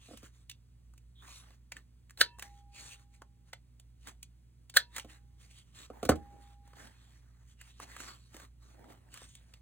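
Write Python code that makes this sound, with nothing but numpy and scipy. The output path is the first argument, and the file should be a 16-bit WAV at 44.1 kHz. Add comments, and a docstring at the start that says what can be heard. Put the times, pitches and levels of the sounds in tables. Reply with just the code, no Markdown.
"""Sheets of card slide and tick in the hands, with light knocks on a table, while appliances hum in a
small quiet room. A plastic corner punch snaps twice through folded card above a cutting mat, then is
set down. Friction makes the sheets hiss; impacts excite the damped modes of housing and table, and
the punch's steel spring sings on in free vibration. Two close microphone ports hear everything with
a fixed phase lead between them."""
import sys
import numpy as np
from scipy import signal
from scipy.fft import rfft, irfft, next_fast_len
from scipy.io import wavfile
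from scipy.ndimage import uniform_filter1d, map_coordinates

SR = 44100
rng = np.random.default_rng(int(sys.argv[2]) if len(sys.argv) > 2 else 0)


def dump_mix(stems):
    """Bounce the given channels to the path in sys.argv[1] as a 16-bit WAV at rate SR."""
    frames = np.atleast_2d(stems).T  # one column per channel
    limited = np.clip(frames, -1, 1)  # hard clip at full scale
    pcm = np.round(limited * 32767).astype(np.int16)
    wavfile.write(sys.argv[1], SR, pcm)


N = 423801
BEFORE = SR // 100  # samples of build-up ahead of each contact

# Cuts: (touch [s], break [s], lever let go [s], break level [dB], bite re break [dB], spring level [dB])
CUTS = [(2.1748, 2.2128, 2.39, -16, -11.5, -56.5), (4.7408, 4.77, 4.94, -15, -8.5, -63.5)]


def amp(db):
    """Amplitude ratio of a level in decibels."""
    return 10 ** (np.asarray(db) / 20)


def unit(x):
    """Normalisation to an rms of 1."""
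    return x / np.sqrt(np.mean(x ** 2) + 1e-20)


def along(points, hz):
    """Interpolation of (frequency [Hz], value) points on a logarithmic axis."""
    f, v = np.transpose(points)
    return np.interp(np.log(hz + 1), np.log(f + 1), v)


def wobble(rate):
    """Random modulation: a smooth curve with rate knots a second."""
    return map_coordinates(rng.standard_normal(int(N * rate / SR) + 4), [np.arange(N) * rate / SR])


def swell(count, rise, fall):
    """Exponential growth up to sample BEFORE, then decay; time constants in seconds."""
    t = (np.arange(count) - BEFORE) / SR
    return np.exp(np.minimum(t / rise, -t / fall))


def filtered(x, response):
    """Linear filtering: the spectrum of x times a complex frequency response."""
    n = x.shape[-1]
    m = next_fast_len(n + 8192)
    return irfft(rfft(x, m) * response(np.fft.rfftfreq(m, 1 / SR)), m)[..., :n]


def resonances(modes):
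    """Modal response: damped resonators of alternating sign, summed."""
    return lambda f: sum((-1) ** k * amp(db) * 1j * f * width / (hz * hz - f * f + 1j * f * width)
                         for k, (hz, width, db) in enumerate(modes))


def paired(noise, gain):
    """Partial coherence: two independent noises mix as sum and difference at the ports."""
    # Likeness of the ports: (frequency [Hz], correlation [ratio])
    likeness = [(60, 1), (300, 0.21), (1400, 0.16), (3500, 0.98), (6000, 0.78), (8600, 1), (11000, .9),
                (16000, 1)]
    turn = lambda hz: np.arccos(np.clip(along(likeness, hz), 0, 1)) / 2
    mid, side = filtered(noise, lambda hz: gain(hz) * [np.cos(turn(hz)), np.sin(turn(hz))])
    return np.array([mid + side, mid - side])


def rush(spectrum, patchy_db=0, grain=1):
    """Modulated two-port noise of rms 1: bands drift in gain, and a grain envelope roughens it."""
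    bands = signal.stft(grain * rng.standard_normal((2, N)), nperseg=256)[2]
    drift = uniform_filter1d(rng.standard_normal(bands.shape[1:]), size=3, axis=0)
    drift = uniform_filter1d(drift, size=30, axis=1)
    noise = signal.istft(bands * amp(patchy_db * unit(drift)), nperseg=256)[1][:, :N]
    return unit(paired(noise, lambda hz: amp(along(spectrum, hz))))


def add(track, s, sound):
    """Superposition of a sound on a track, with its contact at time s."""
    part = track[round(s * SR) - BEFORE:][:len(sound)]
    part += sound[:len(part)]


def jolt(body, rise, fall, push, rough, rattle):
    """Impact excitation: an impulse, a rough push and a weaker rattle drive a body's modes; energy 1."""
    n = SR // 4
    noise = rng.standard_normal(n)
    force = (push + rough * noise) * swell(n, rise, fall)
    force[BEFORE] += 1
    scatter = rng.standard_normal((len(body), 2))  # every blow lands and is held differently
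    gripped = [(hz * (1 + .015 * a), width, db + 1.5 * b)
               for (hz, width, db), (a, b) in zip(body, scatter)]
    loose = [(hz, 3.2 * width, db) for hz, width, db in gripped]  # the rattle spreads around each mode
    ring = filtered(force, resonances(gripped))
    ring += filtered(rattle * noise * swell(n, rise, .014), resonances(loose))
    return ring / np.linalg.norm(ring)


def background():
    """Forced vibration: motor and mains tones waver in level and phase over steady room noise."""
    # Appliance tones: (frequency [Hz], level [dB], waver [dB])
    tones = [(58.7, -53.5, 2), (120, -63, 0.5), (52, -66, -4), (107, -79, 3.5), (171, -77, 0.5),
             (239, -79.5, -0.5)]
    # Room noise: (frequency [Hz], level [dB])
    air = [(25, -32), (50, -5.5), (90, 6), (150, -3), (300, -12.5), (600, -26), (1500, -29), (5000, -32),
           (9000, -33), (16000, -36.5)]
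    t = np.arange(N) / SR
    hum = sum(amp(db + waver * wobble(3.5)) * np.sin(2 * np.pi * hz * t + 0.39 * wobble(5.3))
              for hz, db, waver in tones)
    return hum + amp(-66.5 + 0.55 * wobble(1.3)) * rush(air)


def sheets():
    """Friction noise: fibres catch in clumps and crinkle; broad faces boom and edges hiss."""
    # Slides and flicks: (start [s], end [s], level [dB], dullness [dB])
    strokes = [(0.023, 0.143, -64.5, -9), (0.181, 0.173, -58, -8), (0.245, 0.259, -63, 7),
               (0.343, 0.426, -74, -4.5), (1.228, 1.32, -66.5, 10.5), (1.279, 1.403, -58, -18),
               (1.412, 1.543, -72.5, 7.5), (1.768, 1.776, -66.5, 10), (2.419, 2.458, -63, 8),
               (2.473, 2.596, -73, 1), (2.763, 2.93, -55.5, -18), (2.951, 3.021, -73.5, 4),
               (3.151, 3.141, -64, -5), (3.485, 3.498, -74.5, 2), (4.03, 4.054, -73, -13),
               (4.086, 4.083, -54.5, 8), (4.964, 4.987, -50, 4), (5.097, 5.152, -64.5, 3.5),
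               (5.409, 5.46, -66, -3.5), (5.51, 5.607, -66.5, -10), (5.68, 5.706, -75.5, -4),
               (5.757, 5.853, -60, -1), (5.937, 6.04, -77, 20.5), (6.159, 6.405, -80.5, 19.5),
               (6.414, 6.533, -72, 6), (6.656, 6.72, -77.5, 12), (6.771, 6.877, -63.5, 10),
               (6.896, 7.199, -74, 6), (7.22, 7.47, -84, 11), (7.487, 7.527, -71, -7.5),
               (7.608, 7.71, -67, -1), (7.708, 7.796, -73.5, -1), (7.827, 7.834, -56.5, 7.5),
               (7.882, 7.98, -64, 8), (7.998, 8.095, -54.5, 4.5), (8.11, 8.154, -63.5, 6.5),
               (8.183, 8.313, -72.5, -10.5), (8.337, 8.447, -64.5, 9), (8.628, 8.744, -73.5, 8),
               (8.754, 8.88, -81.5, 23), (8.899, 8.926, -65.5, 14), (8.946, 9.088, -83.5, 20),
               (9.135, 9.249, -61, 0.5), (9.285, 9.373, -67.5, -14), (9.374, 9.575, -78.5, 8)]
    # Four layers of sheet noise, low to high: (frequency [Hz], level [dB])
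    flap = [(120, -16), (250, 4.5), (500, -4), (900, -1), (1500, -36.5)]
    rub = [(700, -21.5), (1100, -1), (1900, -1.5), (2800, -19)]
    scrape = [(1700, -11), (2500, -2), (4300, -2), (6200, -20)]
    hiss = [(3500, -21.5), (6000, 3), (8500, -1.5), (12000, -7.5), (16000, -21)]
    # Crinkle in each layer: (depth [ratio])
    depths = (.9, .7, 0.4, 0.2)
    # Narrow-band rubs of an edge: (start [s], end [s], frequency [Hz], level [dB])
    swishes = [(1.151, 1.257, 3550, -65), (6.92, 7.17, 3380, -77)]
    layer_db, dullness_slope = np.array([-11.5, -2.5, 0, -1.2]), np.array([1.28, 0.64, 0.023, -0.046])
    rise_db_per_s, fall_db_per_s = 540.5, 419.5
    t = np.arange(N) / SR
    power = np.zeros((4, N))
    for start, end, db, dull_db in strokes:
        near = slice(max(round((start - .1) * SR), 0), round((end + .15) * SR))
        ramp_db = np.minimum(rise_db_per_s * (t[near] - start), fall_db_per_s * (end - t[near]))
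        mix_db = db + layer_db + dullness_slope * dull_db
        power[:, near] += amp(mix_db[:, None] + np.minimum(0, ramp_db)) ** 2
    clumps = amp(1.4 * wobble(35) + 1.2 * wobble(300))
    out = np.zeros((2, N))
    for layer_power, spectrum, depth in zip(power, (flap, rub, scrape, hiss), depths):
        catches = (rng.random(N) < 70 / SR) * rng.random(N)  # about 70 a second
        crinkle = uniform_filter1d(catches, size=150) * 150  # each lasts about 3 ms
        out += np.sqrt(layer_power) * rush(spectrum, patchy_db=3.3, grain=clumps * (1 + depth * crinkle))
    for start, end, hz, db in swishes:
        arch = np.sin(np.pi * np.clip((t - start) / (end - start), 0, 1)) ** .5
        out += amp(db) * arch * rush([(hz - 900, -30), (hz - 250, 0), (hz + 250, 0), (hz + 900, -30)])
    return out


def table_knocks():
    """Modal ringing of the table top, duller for softer impacts, with a bright crack at the contact."""
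    # Things meeting the table: (time [s], level [dB], relative crack level [dB])
    knocks = [(0.087, -45.5, -21), (0.105, -47.5, -23), (0.111, -41.5, -27), (0.134, -40, -31),
              (0.231, -43.5, -13.5), (5.047, -41, -16.5), (5.902, -36, -32), (6.03, -24.5, -16),
              (6.052, -26.5, -10.5), (6.092, -8, -15), (6.118, -20, -25.5), (6.157, -39, -12),
              (8.344, -43.5, -7.5)]
    # Table modes: (frequency [Hz], bandwidth [Hz], level [dB])
    modes = [(75, 8, 3.5), (117.5, 30, -4), (225.3, 40.5, 1.5), (315, 13, 8), (440, 90, 0), (740, 120, -2),
             (1070, 70, -5), (1345, 150, -1.5), (2050, 200, -14)]
    soften = .22  # dB per octave lost above 500 Hz for each dB that a knock is softer
    crack_gain = lambda hz: amp(along([(800, -24.5), (2500, 3.0), (16000, -6.0)], hz))
    out, n = np.zeros(N), SR // 8
    for s, db, crack_db in knocks:
        excited = [(hz, width, level + soften * db * max(np.log2(hz / 500), 0))
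                   for hz, width, level in modes]
        ring = jolt(excited, rise=0.0011, fall=0.0068, push=0.017, rough=0.054, rattle=0.024)
        add(out, s, amp(db + 18.5) * ring)
        crack = unit(filtered(rng.standard_normal(n), crack_gain))
        add(out, s, amp(db + crack_db) * swell(n, rise=0.00085, fall=0.007) * crack)
    return out


def ticks():
    """Contact transients: short bursts around the resonance of the touched sheet or housing."""
    # Ticks of edges, fingers and lever: (time [s], level [dB], pitch [Hz], bass [dB], treble [dB])
    contacts = [(0.174, -41, 3330, -26, -2), (0.498, -30.5, 2870, -53, -22.5),
                (0.514, -36.5, 2770, -43, -26), (0.938, -55, 1200, -24, -8), (0.979, -49, 2480, -37, -6),
                (1.285, -49, 750, -12, -30), (1.507, -51, 1250, -22, -35), (1.721, -30, 2080, -19.5, -22),
                (1.768, -37, 1740, -34, -24), (2.097, -50, 1940, -32, -16), (2.108, -44.5, 1590, -41, -12),
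                (2.387, -42.5, 1120, -17.5, -9), (2.396, -33.5, 2080, -19, -10),
                (2.425, -29, 1820, -19, -14), (3.22, -38.5, 826, -16, -38), (3.533, -31, 2080, -20.5, -47),
                (3.799, -45.5, 3150, -27, -10), (4.073, -35, 1560, -24, -14), (4.23, -34, 2610, -47, -4),
                (4.699, -38.5, 2930, -31, -14.5), (4.965, -26, 1685, -37, -12.5),
                (4.983, -26, 1610, -24, -8.5), (4.998, -30.5, 2380, -29, -25),
                (6.677, -51, 820, -24, -12.5), (6.734, -48.5, 1080, -19, -36), (6.873, -47, 1850, -21, -15),
                (7.614, -38.5, 1650, -43, -9), (7.801, -36, 961, -19, -23), (7.966, -35, 1240, -26, -21),
                (8.003, -33.5, 1110, -24, -13), (8.367, -39.5, 1850, -17, -10),
                (8.4, -42.5, 1610, -19, -14), (8.843, -49, 1250, -7, -34), (9.142, -36, 1970, -26, -8),
                (9.175, -39, 2050, -17, -12), (9.218, -45, 520, -8, -25), (9.353, -41, 2800, -38.5, -9),
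                (9.539, -43, 2730, -30.5, -46)]
    # Bass and treble parts of a tick: (frequency [Hz], level [dB])
    thump = [(150, 1), (500, 17.5), (1100, 13.5), (2500, -5.5)]
    sheen = [(3000, -10), (8000, 5.5), (16000, -1)]
    below_db_per_octave, above_db_per_octave = 19, 7.5
    out, n = np.zeros(N), SR // 8
    for s, db, pitch_hz, bass_db, treble_db in contacts:
        def colour(hz):
            octaves = np.log2((hz + 1) / pitch_hz)
            body = amp(np.minimum(below_db_per_octave * octaves, -above_db_per_octave * octaves))
            return body + amp(bass_db + along(thump, hz)) + amp(treble_db + along(sheen, hz))
        force = rng.standard_normal(n)
        force[BEFORE] += 3.5
        burst = unit(filtered(force, colour)) * swell(n, rise=0.0012, fall=0.0033)
        ring = filtered(burst, resonances([(pitch_hz, 800, -5)]))
        add(out, s, amp(db - 7.5) * (burst + ring))
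    return out


def punch():
    """Shear fracture: the blade touches, crunches, bites, breaks through and stops, jolting the housing."""
    # Plastic housing modes: (frequency [Hz], bandwidth [Hz], level [dB])
    shell = [(520, 150, -20.5), (1330, 200, -7.5), (1540, 190, 0), (2100, 650, -9.5), (3000, 600, -10.5),
             (4120, 280, 1), (5301, 1300, -12), (6400, 1600, -15), (8630, 580, -14), (12200, 2700, -16)]
    bite_s, stop_s, give_s = 0.0037, .0045, 0.0053
    touch_db, stop_db, crunch_db, give_db = -36.5, -10.5, -39, -15.5  # relative to the break
    out = np.zeros(N)
    for touch, snap, _, db, bite_db, _ in CUTS:
        blows = (touch, touch_db), (snap - bite_s, bite_db), (snap, 0), (snap + stop_s, stop_db)
        for s, relative_db in blows:
            ring = jolt(shell, rise=.0009, fall=0.0025, push=0.036, rough=.17, rattle=0.011)
            add(out, s, amp(db + relative_db) * np.sqrt(SR / 100) * ring)  # level taken over 10 ms
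        # Fibres crunch steadily, then give way just before the bite.
        t = np.arange(touch - snap, -bite_s, 1 / SR)
        fibres = unit(filtered(rng.standard_normal(len(t)), lambda hz: 0.52 + resonances(shell)(hz)))
        envelope = amp(db + crunch_db) + amp(db + give_db) * np.exp((t + bite_s) / give_s)
        out[round(touch * SR):][:len(t)] += envelope * fibres
    return out


def spring():
    """Free vibration: the coil's fluttering modes ring higher while squeezed, until the lever moves."""
    # Modes of the squeezed and the free coil: (frequency [Hz], level [dB], decay time T60 [s])
    pressed = [(960.4, 0.5, 1.2), (1728, -11, .7), (1776, -9, .7), (2660, -8.5, .9), (2692, -10.5, .9),
               (3150, -15.5, .6)]
    relaxed = [(812.5, 9, 2.1)]
    # Ringing of the free coil: (start [s], end [s], level [dB])
    releases = [(2.425, 3.513, -66.5), (4.97, 5.59, -81), (6.16, 6.87, -62.5)]
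    settle_s = .0135
    squeezes = [(snap + settle_s, let_go, db) for _, snap, let_go, _, _, db in CUTS]
    out = np.zeros(N)
    for modes, spells in ((pressed, squeezes), (relaxed, releases)):
        for start, end, db in spells:
            t = np.arange(round((end - start) * SR)) / SR
            stop = np.clip((t[-1] - t) / .015, 0, 1)
            for hz, level, t60 in modes:
                flutter_db = hz / 1000 * wobble(40)[:len(t)]
                envelope = amp(db + level - 60 * t / t60 + flutter_db) * stop
                out[round(start * SR):][:len(t)] += envelope * np.sin(2 * np.pi * hz * t)
    return out


def room(x):
    """Reverberation: reflections from table and walls form a decaying tail, partly alike at the ports."""
    # Room decay: (frequency [Hz], reverberation time T60 [s])
    decay = [(100, .3), (350, 0.22), (1500, 0.105), (4500, 0.14), (16000, 0.04)]
    hz, t, bands = signal.stft(rng.standard_normal((2, SR // 3)), SR, nperseg=256)
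    bands = bands * amp(-60 * t / along(decay, hz)[:, None])
    tail = paired(signal.istft(bands, SR, nperseg=256)[1], np.ones_like)
    tail /= np.linalg.norm(tail[0])
    delayed = np.pad(x, (140, 0))  # about 3 ms
    return signal.fftconvolve(delayed[None], tail, axes=1)[:, :N]


def scene():
    """Superposition of the impacts, their reverberation, the spring, the sheets and the background."""
    hits = punch() + table_knocks() + ticks()
    return hits + amp(-13.0) * room(hits) + spring() + sheets() + background()


def record(dry):
    """Band-limited stereo pickup: each port takes half of the phase and level difference."""
    # Phase lead of the left port: (frequency [Hz], phase [rad])
    lead = [(0, 0), (340, -.25), (1500, .1), (2500, 1.2), (4500, 2), (5500, 3.7), (7600, 5.9), (8600, 6.3),
            (11700, 9.2), (12750, 9.45), (15850, 12.55)]
    # Left port minus right: (frequency [Hz], level [dB])
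    balance = [(60, -2), (350, -3.5), (1300, -0.5), (2800, -3.5), (5000, 1), (16000, -1)]
    half = np.array([[.5], [-.5]])
    bass_hz, top_hz = 45, 16350

    def response(hz):
        bass_cut = (1j * hz / (bass_hz + 1j * hz)) ** 2
        top_cut = np.clip((top_hz - hz) / 500, 0, 1) ** 2
        phase = half * np.interp(hz, *np.transpose(lead))
        return bass_cut * top_cut * amp(half * along(balance, hz)) * np.exp(1j * phase)
    return filtered(dry, response)


dry = scene()
out = record(dry)
dump_mix(out)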